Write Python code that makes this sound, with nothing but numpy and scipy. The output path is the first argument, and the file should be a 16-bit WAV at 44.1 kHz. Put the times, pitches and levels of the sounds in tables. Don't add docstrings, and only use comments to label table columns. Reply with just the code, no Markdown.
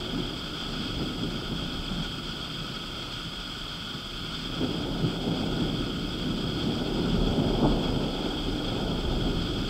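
import sys
import numpy as np
from scipy import signal
from scipy.fft import rfft, irfft
from scipy.io import wavfile
from scipy.ndimage import uniform_filter1d

SR = 44100
rng = np.random.default_rng(int(sys.argv[2]) if len(sys.argv) > 2 else 0)


def generate_wav(signal):
    frames = np.transpose(np.atleast_2d(signal))
    scaled = np.clip(frames, -1, 1) * 32767
    pcm = np.round(scaled).astype(np.int16)
    wavfile.write(sys.argv[1], SR, pcm)


def how_loud(loudness_db):
    steps = np.asarray(loudness_db, float) / 20
    return 10 ** steps


N = 427329
HZ = np.fft.rfftfreq(N, 1 / SR)
T = np.arange(N) / SR


def evened(x):
    return x / np.sqrt(np.mean(x ** 2) + 1e-20)


def coloured(x, points):
    f, db = np.transpose(points)
    gain_db = np.interp(np.log(HZ + 1), np.log(f + 1), db)
    return irfft(rfft(x) * how_loud(gain_db), N)


def wander(hz):
    return evened(irfft(rfft(rng.standard_normal(N)) / (1 + (HZ / hz) ** 2), N))


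def bumps(rows):
    t = T[::64]
    rise_db = sum(db * np.exp(-((t - at) / length) ** 2) for at, db, length in rows)
    return np.interp(T, t, rise_db)


def resonate(x, hz, width):
    r = np.exp(-np.pi * width / SR)
    poles = [1, -2 * r * np.cos(2 * np.pi * hz / SR), r * r]
    once = signal.lfilter([1], poles, x)
    return signal.lfilter([1, 0, -1], poles, once)


def steadied(x, size, depth):
    x = evened(x)
    power = uniform_filter1d(uniform_filter1d(x ** 2, size), size)
    return evened(x / (power + 0.046) ** depth)


def add(mix, at, sound):
    part = mix[at:][:len(sound)]
    part += sound[:len(part)]


def shocks(count, per_s, spread_db):
    hit, sign, size = rng.random((count, 3)).T
    return (hit < per_s / SR) * np.sign(sign - .5) * how_loud(-spread_db * np.log(size + 0.021))


def yard(spectrum):
    # pitch in Hz, width in Hz, level in dB re direct.
    pockets = [(38, 7.5, -2), (63.5, 9.3, 4), (117, 33, -3), (166.7, 15.6, 2), (220.8, 5.7, -1),
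               (255, 9.3, -0.5), (298.2, 13, 0), (358.2, 9.3, 1), (400, 9.3, -2.5)]
    ring = sum(how_loud(db) / (1 + 2j * (HZ - hz) / width) for hz, width, db in pockets)
    air = 1 / (1 + (HZ / 1350) ** 8)
    return (1 + ring) * air * spectrum


def roll():
    # time in seconds, strength in dB, nearness in dB of treble.
    strokes = [(0.0, -36.5, 2), (0.25, -34, -2), (0.501, -39, 1), (1.05, -35, -2), (1.7, -38, -0.5),
               (2.2, -40.5, 1), (3.7, -45.5, 1), (4.45, -39.5, -6), (4.62, -32, 1), (5.2, -33, 0),
               (5.32, -28, 0.5), (5.7, -29, -5), (6.1, -33, -4.5), (7.0, -27, -2), (7.68, -25.5, 1.5),
               (8.4, -33.5, 3), (8.9, -31, 3), (9.69, -31, -4)]
    # frequency in Hz, level in dB per Hz.
    thunder_colour = [(12, -32), (24, -5.5), (38, 4.5), (52, -10), (64, -7), (84, -7), (100, -1.5),
                      (150, 1), (260, 0), (340, -4), (500, -11), (850, -16), (950, -20), (1300, -32)]
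    borders = [85, 200, 430, 860]
    # level in dB at middle strength, share of strength, share of nearness, surge in dB, surges per s.
    ranges = [
        (-44, 0.61, -.3, 2, 17),
        (-44, 0.65, 0.05, 2, 3.7),
        (-43, 0.92, .1, 1.5, 9.2),
        (-49, 0.97, .9, 1.34, 5.6),
        (-62, 0.99, 1.2, 0.5, 7.1),
    ]
    # time in seconds, rise in dB, length in seconds.
    heaves = [(.75, 4, .08), (2.3, 6, .1), (3.65, 6, 0.12), (4.6, 7, 0.16), (5.95, -5, 0.074),
              (6.92, 5, .06), (7.55, 5, 0.089), (7.7, 6.5, 0.089), (7.95, 3, 0.036), (0.972, 8, 0.096),
              (1.4, 1.5, 0.068), (1.757, 7.5, 0.2), (5.627, 4, 0.082), (6.204, 2, 0.066), (6.53, 2, 0.086),
              (7.2, 12.5, 0.14), (7.826, 3.5, 0.17), (8.5, 12, 0.05), (9.088, 9.5, 0.17), (9.39, 9.5, 0.17)]
    middle_db, ground_lag_s = -38, 0.85

    stream = shocks(N, per_s=2000, spread_db=1.5)
    spectrum = yard(rfft(coloured(stream, thunder_colour)))
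    below = [0] + [1 / (1 + (HZ / hz) ** 6) for hz in borders] + [1]
    s, strength_db, near_db = np.transpose(strokes)
    strength_db = np.interp(T, s, strength_db) - middle_db
    near_db = np.interp(T, s, near_db)

    keep = np.exp(-1 / (ground_lag_s * SR))
    start_db = strength_db[0]
    ground_db = signal.lfilter([1 - keep], [1, -keep], strength_db - start_db) + start_db
    heave_db = bumps(heaves)

    out = np.zeros(N)
    for k, (db, follow, tilt, surge_db, hz) in enumerate(ranges):
        band = irfft(spectrum * (below[k + 1] - below[k]), N)
        if k == 0:
            drive_db = follow * ground_db + heave_db
            even = steadied(band, size=1800, depth=0.1)
        else:
            drive_db = follow * strength_db
            even = steadied(band, size=1800, depth=0.38)
        out += how_loud(db + drive_db + tilt * near_db + surge_db * wander(hz)) * even
    return out


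def motor():
    # pitch in Hz, width in Hz, level in dB.
    housing = [(740, 1070, -53), (1290, 162, -49), (1441, 105, -50.5), (1646, 430, -58.5),
               (2216, 340, -55.5), (2542, 190, -56.5), (2793, 300, -54), (3054, 180, -51.5),
               (3287, 220, -42), (3562, 320, -51), (4336, 490, -51.5), (4697, 204, -55), (4928, 330, -50.5),
               (5600, 770, -62), (6505, 600, -65), (7340, 420, -67.5), (7840, 560, -63.5), (8560, 660, -75)]
    gear_tones = {5: -79, 7: -72, 8: -60, 12: -70, 14: -86, 15: -78, 18: -78, 19: -84, 20: -70, 21: -92, 22:
                  -90, 25: -97, 27: -95}
    # time in seconds, rise in dB, length in seconds.
    strains = [
        (.59, 2, .04),
        (.85, 2, 0.18),
        (1.591, 3, .004),
        (1.91, 1, .05),
        (2.05, 2.5, 0.017),
        (4.4, 1, .15),
        (7.85, 1.5, 0.017),
        (8.7, 1.5, .08),
    ]
    tooth_hz = 401.07

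    flutter_db = 0.45 * wander(11) + 0.69 * wander(29) + 0.64 * wander(300)
    friction = rng.standard_normal(N) * how_loud(bumps(strains) + flutter_db)
    whirr = np.zeros(N)
    for k, (hz, width, db) in enumerate(housing):
        breath = how_loud(db + 0.87 * wander(18))
        whirr += (-1) ** k * breath * evened(resonate(friction, hz, width))
    whine = sum(how_loud(db) * np.sin(2 * np.pi * (k * tooth_hz * T + rng.random()))
                for k, db in gear_tones.items())
    return whirr + np.sqrt(2) * whine


def electronics():
    leaks = {962: -70, 6543: -80, 7083: -88, 11472: -86}
    # frequency in Hz, level in dB per Hz.
    hiss_colour = [(100, 5), (9000, -0.8), (12000, -2), (16000, -3)]
    hiss = how_loud(-64 + 6) * evened(coloured(rng.standard_normal(N), hiss_colour))
    tones = sum(how_loud(db) * np.sin(2 * np.pi * (hz * T + rng.random())) for hz, db in leaks.items())
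    return hiss + np.sqrt(2) * tones


def claps():
    # time in seconds, level in dB, centre in Hz, length in seconds, crackle in dB re level.
    near_claps = [(0.181, -28.5, 212, 0.1, -12), (0.801, -40, 216, 0.12, -10),
                  (1.02, -27.5, 248, 0.07, -18), (1.24, -28.0, 226, 0.065, -15),
                  (1.527, -31.5, 225, 0.067, -9), (1.92, -27.5, 146, 0.036, -10),
                  (2.001, -30, 150, 0.1, -11), (4.634, -24.5, 238, 0.068, -16),
                  (4.89, -29, 240, 0.014, -5.5), (5.051, -22.5, 180, 0.088, -36),
                  (5.296, -28.5, 240, 0.089, -12), (5.615, -27.5, 282, 0.07, -15),
                  (6.298, -28.5, 202, 0.094, -15), (6.688, -28, 221, 0.12, -14),
                  (6.814, -28.5, 212, 0.081, -16), (6.991, -26.5, 200, 0.071, -9),
                  (7.158, -26, 159, 0.11, -13), (7.397, -21.5, 193, 0.046, -14),
                  (7.652, -19.5, 264, 0.087, -3), (7.943, -25.5, 234, 0.037, -15),
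                  (8.263, -27.5, 255, 0.029, -8), (8.49, -27, 248, 0.024, -25),
                  (8.915, -28.5, 202, 0.083, -12), (9.274, -25, 210, 0.072, -9.5)]
    # time in seconds, level in dB.
    far_thumps = [(0.535, -38), (.692, -34.5), (1.629, -32), (2.289, -38), (2.585, -40), (3.262, -36),
                  (3.958, -34), (4.379, -39), (4.468, -37), (4.803, -37), (5.84, -36), (9.601, -31)]
    bunches = near_claps + [(s, db, 192, 0.038, -13) for s, db in far_thumps]
    echo_db, echo_s = -8, 0.12

    out = np.zeros(N)
    u = np.arange(-SR // 8, SR // 4) / SR
    for s, db, hz, length, crackle_db in bunches:
        bunch = shocks(len(u), per_s=1200, spread_db=1.5)
        thump = steadied(resonate(bunch, hz, 1.08 * hz), size=400, depth=0.62)
        crackle = steadied(resonate(bunch, 440, 880), size=200, depth=0.52)
        swell = np.exp(-(u / (length * np.where(u < 0, .42, .33))) ** 2)
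        echo = (u > 0) * how_loud(echo_db) * np.exp(-abs(u) / echo_s) * (1 - (4 * u) ** 4)
        clap = how_loud(db) * np.maximum(swell, echo) * (thump + how_loud(crackle_db) * crackle)
        add(out, max(round(s * SR) - SR // 8, 0), clap)
    no_bass = 1 - 1 / (1 + (HZ / 105) ** 6)
    return how_loud(-3.0) * irfft(no_bass * yard(rfft(out)), N)


def scene():
    return (roll() + motor() + electronics() + claps())[None]


def band_limit(x):
    return signal.sosfilt(signal.butter(12, 16330, fs=SR, output="sos"), x)


def record(dry):
    limited = irfft(rfft(dry) * (HZ < 15715), N)
    return band_limit(limited)


dry = scene()
out = record(dry)
generate_wav(out)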